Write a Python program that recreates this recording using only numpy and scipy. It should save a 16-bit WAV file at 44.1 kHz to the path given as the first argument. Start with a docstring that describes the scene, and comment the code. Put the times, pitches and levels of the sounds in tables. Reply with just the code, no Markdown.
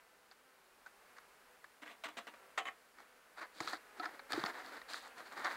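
"""Bees hum faintly round wooden hives in a garden, their wingbeats blending into a swelling murmur
as single bees pass by. The keeper steps away, and wooden slats and planks knock, scrape and ring.
Then come close, shuffling steps: soles drag through dry grass, stalks snap, weight lands in dull
footfalls, and taps make hollow boards ring."""
import sys
import numpy as np
from scipy import signal
from scipy.fft import rfft, irfft, next_fast_len
from scipy.io import wavfile
from scipy.ndimage import uniform_filter1d

SR = 44100
rng = np.random.default_rng(int(sys.argv[2]) if len(sys.argv) > 2 else 0)


def dump(signal):
    """Clip the signal to [-1, 1] and save it as 16-bit WAV at the path in sys.argv[1]."""
    limited = np.clip(np.atleast_2d(signal).T, -1, 1)
    pcm = np.round(limited * 32767).astype(np.int16)
    wavfile.write(sys.argv[1], SR, pcm)


N = 245460
EVENT_SIZE = 16384  # samples in one hit and its tail
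T = np.arange(N) / SR
AGE = np.arange(EVENT_SIZE) / SR

# drags of a sole through dry grass (time [s], length [s], level [dB], crispness [dB], low rub [dB])
DRAGS = [(3.005, 0.016, -61.5, -10, -8), (3.387, .008, -50, -11.5, -21), (3.418, 0.0053, -43, -18, -18.5),
         (3.583, 0.0075, -62.5, 2, -4), (3.62, 0.068, -54, -0.5, -5), (3.687, .022, -49, -2, -9),
         (3.736, 0.0071, -47, -7.5, -12), (3.987, 0.17, -57.5, -11, -5), (4.036, 0.0099, -43.5, -16, -27),
         (4.309, 0.14, -45, -9.5, -11.5), (4.457, 0.04, -42.5, -13, -10), (4.543, 0.071, -49.5, -12, -15),
         (4.657, 0.037, -54.5, -6, -5.5), (4.729, 0.048, -51, -10, -8.5), (4.905, 0.075, -52.5, 1, -13.5),
         (5.04, 0.034, -56, -5.5, -21), (5.184, 0.019, -49.5, -12.5, -12), (5.27, 0.0033, -56.5, -5, -13),
         (5.329, 0.0024, -51, -11, -9.5), (5.372, 0.22, -46, -14, -11), (5.451, 0.02, -36.5, -18, -24),
         (5.515, .005, -47, -9, -12)]
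# gritty midrange of the sole's scuff (frequency [Hz], gain [dB])
SCUFF_EQ = [(70, -70), (150, -39.5), (400, -8.5), (550, -4.5), (780, 2.5), (1000, 1.5), (1300, 3.5),
            (1800, 3), (2200, -3), (2700, -18.5), (4000, -17), (8000, -35), (15500, -75)]
# low rub of the sole (frequency [Hz], gain [dB])
RUB_EQ = [(60, -26), (120, -16.5), (200, -9), (320, 5.5), (430, -1), (700, -3), (2000, -26.5)]
# crisp top of the dry stalks (frequency [Hz], gain [dB])
STALK_EQ = [(150, -54), (1000, -43), (2200, 4), (3000, 2), (3800, 9), (4500, 9), (5500, -3), (7200, -1.5),
            (9500, -7), (15500, -16.5)]
# snapping stalks and small clicks
# (time [s], level [dB], length [s], pitch [Hz], crispness [dB], top edge [Hz])
STALK_SNAPS = [(0.313, -59.5, 0.0071, 800, 4.5, 4950), (0.32, -57.5, 0.009, 1430, -7, 6000),
               (0.862, -47.5, 0.013, 1520, -13.5, 6500), (1.167, -54.5, 0.015, 1730, -10, 7000),
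               (1.183, -50, 0.0057, 1250, -8, 6200), (1.642, -48, 0.0068, 1690, -11.5, 11000),
               (2.986, -52, 0.002, 1100, -12, 5000), (3.003, -53.5, 0.0016, 1500, -6, 6000),
               (3.675, -35, 0.0027, 1310, -4, 5400), (4.193, -46.5, 0.0071, 1610, -6.5, 4150),
               (4.3213, -35, 0.0023, 1750, -3, 12200), (4.439, -30.5, 0.0007, 1040, -6, 3400),
               (4.816, -46.5, 0.0034, 1920, -8, 3760), (4.934, -46, 0.007, 1600, 6, 5000),
               (4.943, -34.5, 0.0013, 1240, -16, 9000)]
# taps on a hollow board (time [s], level [dB], pitch [Hz], crispness [dB], top edge [Hz], ring [dB])
BOARD_TAPS = [(3.604, -35, 1010, -5, 6900, -9.5), (3.732, -36.5, 1280, -8, 4860, -6.5),
              (3.997, -48, 1400, 1.5, 4270, 10.5), (4.056, -37.5, 1620, -7.5, 5000, -3.5),
              (4.331, -39.5, 1550, 3.5, 5250, -2), (4.461, -40.5, 1800, 0.5, 5200, -6),
              (5.446, -41, 1770, -2.5, 5740, -18)]
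# ring of the hollow board (frequency [Hz], level [dB], t60 [s])
BOARD_MODES = [(315, -15.5, 0.066), (731, -10, 0.068), (1308, -2, 0.045)]
# dull footfalls (time [s], level [dB], pitch [Hz], t60 [s])
FOOT_THUDS = [(3.606, -54, 139, 0.025), (3.608, -46.5, 328, 0.092), (4.336, -39.5, 297, 0.1),
              (4.338, -57, 103, 0.13), (4.376, -34, 335, 0.054), (4.384, -58, 138, 0.11),
              (4.438, -42, 195, 0.02)]
# wooden knocks and scrapes (time [s], level [dB], contact [s], bass [dB], part [0 slat, 1 plank])
WOOD_KNOCKS = [(1.818, -50, 0.017, 6, 0), (1.852, -51, 0.074, 2, 0), (2.036, -42.5, 0.0074, -13, 0),
               (2.052, -45.5, 0.0029, 7, 0), (2.084, -49.5, 0.005, 3, 0), (2.169, -44, 0.018, 4.5, 0),
               (2.268, -49, 0.012, 7, 0), (2.338, -55.5, 0.0052, 5, 0), (2.5751, -33.5, 0.011, -5.5, 1),
               (2.652, -41.5, 0.032, -6.5, 1)]
# broad body of knocked wood (frequency [Hz], gain [dB])
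WOOD_EQ = [(70, -43), (140, -16), (240, 3), (380, 0), (650, 8), (1200, 5.5), (2000, 3.5), (2500, 2),
           (3400, 0), (4800, -14), (6500, -13.5), (8300, -8), (9500, -34), (15500, -20)]
# ring of a thin slat (frequency [Hz], width [Hz], gain [dB])
SLAT_MODES = [(312, 10, -2.5), (691, 20, 1), (954, 10, -0.5), (1160, 120, -8), (1440, 81, -12),
              (1620, 65, -12), (1930, 73, -6), (2130, 26, -24), (2710, 32, -10), (3410, 19, -3),
              (3660, 110, -13), (3910, 32, -12), (6850, 55, -32), (8240, 140, -18)]
# ring of a thick plank (frequency [Hz], width [Hz], gain [dB])
PLANK_MODES = [(340, 7.3, -7), (455, 6.6, 1), (711, 7.7, 4), (775, 15, 5.5), (1117, 62, 1.5), (1290, 24, 3),
               (1610, 25, -7), (1820, 44, 5), (1960, 23, -5), (2080, 29, -3), (2414, 53, -2),
               (2620, 32, -11), (3000, 43, 2.5), (2900, 22, -31), (3255, 14, -16), (6230, 61, -8.5),
               (6760, 140, -15), (7760, 96, -25), (8050, 62, -34)]
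# single bees flying by (time when nearest [s], half duration [s], wingbeat [Hz], level [dB])
FLYBYS = [(0.104, 0.48, 251.4, -82.5), (0.65, .22, 188.5, -81.5), (1.52, 0.077, 246.2, -74),
          (2.46, 0.13, 256.5, -72), (2.9, 0.28, 252, -79.5), (3.55, 0.16, 258.7, -75.5),
          (4.22, 0.094, 276, -69.5)]
# buzz of one bee's wings (harmonic [number], level [dB])
WING_HARMONICS = [(1, -14), (2, 9.5), (3, -27), (4, 1), (5, -20), (6, -12), (7, -18), (8, -9), (9, -35)]
# murmur of the swarm (frequency [Hz], gain [dB])
MURMUR_EQ = [(120, -39), (240, -13), (480, -4), (720, -7), (1000, -6.5), (1450, 1), (2000, -3),
             (3000, -5.5), (8000, -49.5)]
# nearness of the swarm, a fader curve that murmur and air follow in part (time [s], swell [dB])
SWARM_SWELL = [(0, 0.5), (0.6, 0), (1.1, 6.5), (1.5, 5), (1.75, 3), (2.4, 8), (2.9, 2.5), (3.25, 3.5),
               (4.0, 11), (5.57, 13)]
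# still garden air (frequency [Hz], gain [dB])
AIR_EQ = [(30, 1), (100, -16.5), (200, -7.5), (400, -3.5), (600, -2), (1000, -0.5), (1400, -3),
          (2000, -5.5), (3200, -11), (4400, -11), (6000, -15), (10000, -14.5), (15500, -19)]


def shuffles(rise_s=0.011, fall_s=0.022, sag_db_per_s=-11, jerk_db=0.5, patchy_db=0.5):
    """A sole drags in small jerks: gritty scuff, low rub and crackling stalks swell and die together."""
    scuff_power, rub_power, stalk_power = np.zeros((3, N))
    jerks = undb(jerk_db * walk(rate=79))
    for start, length, db, crisp_db, rub_db in DRAGS:
        age = T - start
        rise = rise_s / 2 ** ((db + 50) / 11.5)  # each 11.5 dB above -50 dB halves the attack
        swell = np.exp(-(np.minimum(age, 0) / rise) ** 2 / 2 - np.maximum(age - length, 0) / fall_s)
        force = undb(db + sag_db_per_s * np.clip(age, 0, length))
        power = (force * swell * jerks) ** 2
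        scuff_power += power
        rub_power += power * undb(rub_db) ** 2
        stalk_power += power * undb(crisp_db) ** 2
    grit = colour(grains(rate=3500, spread_db=3), SCUFF_EQ)
    scuff = unit(grit * undb(patchy_db * walk(rate=260)))
    # thick stalks crack low and thin ones high, each at its own moments
    ticks = sum(resonate(grains(rate=170, spread_db=6.5), hz, hz / 5) for hz in (3400, 4460, 4900, 7500))
    rustle = unit(colour(grains(rate=4300, spread_db=1.5), STALK_EQ))
    crackle = unit(rustle + undb(-4) * unit(colour(ticks, STALK_EQ)))
    rub = unit(colour(rng.standard_normal(N), RUB_EQ))
    return np.sqrt(scuff_power) * scuff + np.sqrt(rub_power) * rub + np.sqrt(stalk_power) * crackle


def snaps_and_taps(tap_s=0.0063, snap_ring_db=-28.5, pitch_db=6, edge_db=7):
    """A crack and a few ms of splintering; taps ring the hollow board, snaps barely stir it."""
    out = np.zeros(N)
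    board = sum(undb(db) * np.sin(2 * np.pi * hz * AGE) * fade(AGE, t60) for hz, db, t60 in BOARD_MODES)
    board = crest(board * (1 - np.exp(-AGE / 0.0065)), size=128)
    snaps = [(*snap, snap_ring_db) for snap in STALK_SNAPS]
    taps = [(start, db, tap_s, *tone) for start, db, *tone in BOARD_TAPS]
    for start, db, length, hz, crisp_db, edge_hz, ring_db in snaps + taps:
        crack = rng.standard_normal(EVENT_SIZE) * np.exp(-(AGE / length) ** 1.4)
        crack[0] += 4  # the sharp first break
        body = colour(crack, SCUFF_EQ)
        body = crest(body + undb(pitch_db) * resonate(body, hz, width_hz=200), size=96)
        # a stiff splinter rings at its top edge and gives little above it
        splinter = colour(crack, STALK_EQ)
        splinter += undb(edge_db) * resonate(splinter, edge_hz, edge_hz / 8)
        splinter = crest(below(splinter, edge_hz), size=96)
        add(out, start, undb(db) * (body + undb(crisp_db) * splinter + undb(ring_db) * board))
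    return out


def footfalls(soil_db=-7, attack_s=0.0016):
    """Weight lands softly: a short low boom with the crumble of soil."""
    out = np.zeros(N)
    for start, db, hz, t60 in FOOT_THUDS:
        soil = resonate(rng.standard_normal(EVENT_SIZE), hz, width_hz=hz)
        boom = np.sin(2 * np.pi * hz * AGE) + undb(soil_db) * unit(below(soil, 2 * hz))
        thud = boom * (1 - np.exp(-AGE / attack_s)) * fade(AGE, t60)
        add(out, start, undb(db) * crest(above(thud, 0.96 * hz), size=256))
    return out


def knocks(t60=0.13, ring_db=13.5, chatter_db=2.5, treble_life=0.34):
    """Wood chatters on wood while in contact, then rings out; the treble is held back at first and comes
    through as the ring fades."""
    out = np.zeros(N)
    for start, db, contact, bass_db, is_plank in WOOD_KNOCKS:
        modes, treble_db, fizz_db = (PLANK_MODES, -9.5, -7.5) if is_plank else (SLAT_MODES, 1.7, 2)
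        treble_db += 0.56 * (db + 41)  # harder blows are brighter
        eq = [(300, bass_db), (700, 0), (2200, 0), (4000, treble_db), (8500, treble_db), (10500, fizz_db)]
        catches = undb(chatter_db * walk(rate=1400)[:EVENT_SIZE])  # the rough faces catch and slip
        attack = np.minimum(AGE / (0.0012 + 0.067 * contact), 1)  # longer contacts build more slowly
        push = rng.standard_normal(EVENT_SIZE) * catches * attack * fade(AGE - contact, t60)
        body = colour(push, WOOD_EQ)
        ring = sum(undb(mode_db) * resonate(push, hz, width) for hz, width, mode_db in modes)
        wood = colour(body + undb(ring_db) * ring, eq)
        treble = above(wood, 2130) * fade(AGE - contact, t60 / (1 - treble_life))
        add(out, start, undb(db) * crest(below(wood, 4100) - treble, size=512))
    return out


def passing_bees(glide_per_s=-0.0417, waver=0.0075):
    """Each bee is a wavering stack of wingbeat harmonics that sinks in pitch as it goes past."""
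    out = np.zeros(N)
    for nearest, half, wing_hz, db in FLYBYS:
        offset = T - nearest
        hz = wing_hz * (1 + glide_per_s * np.clip(offset, -half, half) + waver * walk(rate=12))
        near = np.abs(offset) < 3 * half
        phase = 2 * np.pi * np.cumsum(hz[near]) / SR
        buzz = sum(undb(harmonic_db) * np.sin(harmonic * phase + rng.uniform(0, 2 * np.pi))
                   for harmonic, harmonic_db in WING_HARMONICS)
        out[near] += undb(db) * unit(buzz) * np.exp(-(offset[near] / half) ** 2)
    return out


def swarm(wing_hz=240, count=14, distance_db=4):
    """Many bees, each a train of wingbeats with its own wandering pitch and distance."""
    out = np.zeros(N)
    for detune in np.linspace(-0.2, 0.12, count):
        hz = wing_hz * np.exp(detune + 0.035 * walk(rate=3) + 0.008 * walk(rate=25))
        phase = 2 * np.pi * np.cumsum(hz) / SR
        beats = np.exp(90 * (np.cos(phase) - 1))  # one narrow pulse per wingbeat
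        out += beats * undb(distance_db * walk(rate=5))
    return unit(colour(out - out.mean(), MURMUR_EQ))


def garden(air_db=-68.5, murmur_db=-73.5):
    """The background bed: the murmur swells as more bees come near, and soft air lifts a little too."""
    air = undb(air_db) * unit(colour(rng.standard_normal(N), AIR_EQ))
    swell_db = np.interp(T, *np.transpose(SWARM_SWELL)) + 0.083 * walk(rate=15)
    return air * undb(0.36 * swell_db) + swarm() * undb(murmur_db + 0.98 * swell_db)


def grains(rate, spread_db):
    """Tiny fractures of uneven size, about rate of them a second."""
    chance = rng.random(N)
    size = np.minimum(rng.exponential(size=N), 4)
    sign = rng.choice([-1, 1], N)
    return (chance < rate / SR) * sign * undb(spread_db * size)


def walk(rate):
    """Smooth random wander of rms 1, with rate turns a second."""
    hold = int(SR / rate)
    steps = np.repeat(rng.standard_normal(N // hold + 1), hold)
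    return unit(uniform_filter1d(uniform_filter1d(steps, hold), hold)[:N])


def colour(x, points):
    """Minimum-phase EQ through points of (frequency [Hz], gain [dB])."""
    size = next_fast_len(len(x) // 2 + 1) * 2
    hz, db = np.transpose(points)
    bin_hz = np.arange(size // 2 + 1) * SR / size
    gain = undb(np.interp(np.log(bin_hz + 1), np.log(hz), db))
    cepstrum = irfft(np.log(gain))
    cepstrum[1:size // 2] *= 2  # folded forward, so the ring follows the hit
    cepstrum[size // 2 + 1:] = 0
    return irfft(rfft(x, size) * np.exp(rfft(cepstrum)))[:len(x)]


def resonate(x, hz, width_hz):
    """One resonance, gain 1 at its centre."""
    return signal.lfilter(*signal.iirpeak(hz, hz / width_hz, fs=SR), x)


def below(x, hz):
    """Gentle low-pass."""
    return signal.sosfilt(signal.butter(2, hz, fs=SR, output="sos"), x)


def above(x, hz):
    """Gentle high-pass."""
    return signal.sosfilt(signal.butter(2, hz, "high", fs=SR, output="sos"), x)


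def fade(age, t60):
    """Hold until age 0, then decay by 60 dB every t60 seconds."""
    return np.exp(-np.log(1000) * np.maximum(age, 0) / t60)


def undb(db):
    """Decibels to gain."""
    return 10 ** (np.asarray(db) / 20)


def unit(x):
    """Scale to rms 1."""
    return x / np.sqrt(np.mean(x ** 2))


def crest(x, size):
    """Scale so that the loudest stretch of size samples has rms 1."""
    return x / np.sqrt(uniform_filter1d(x ** 2, size).max())


def add(out, start, x):
    """Mix x into out from start [s]."""
    i = int(start * SR)
    out[i:i + len(x)] += x[:len(out) - i]


def scene():
    """Bees and the keeper's movements in the open air, mixed to mono."""
    return (garden() + passing_bees() + knocks() + shuffles() + snaps_and_taps() + footfalls())[None]


def record(dry, bass_hz=43, top_hz=15750):
    """The microphone thins the deep bass and cuts the top."""
    top_cut = signal.ellip(10, 0.2, 60, top_hz, fs=SR, output="sos")
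    return signal.sosfilt(top_cut, above(dry, bass_hz))


dry = scene()
out = record(dry)
dump(out)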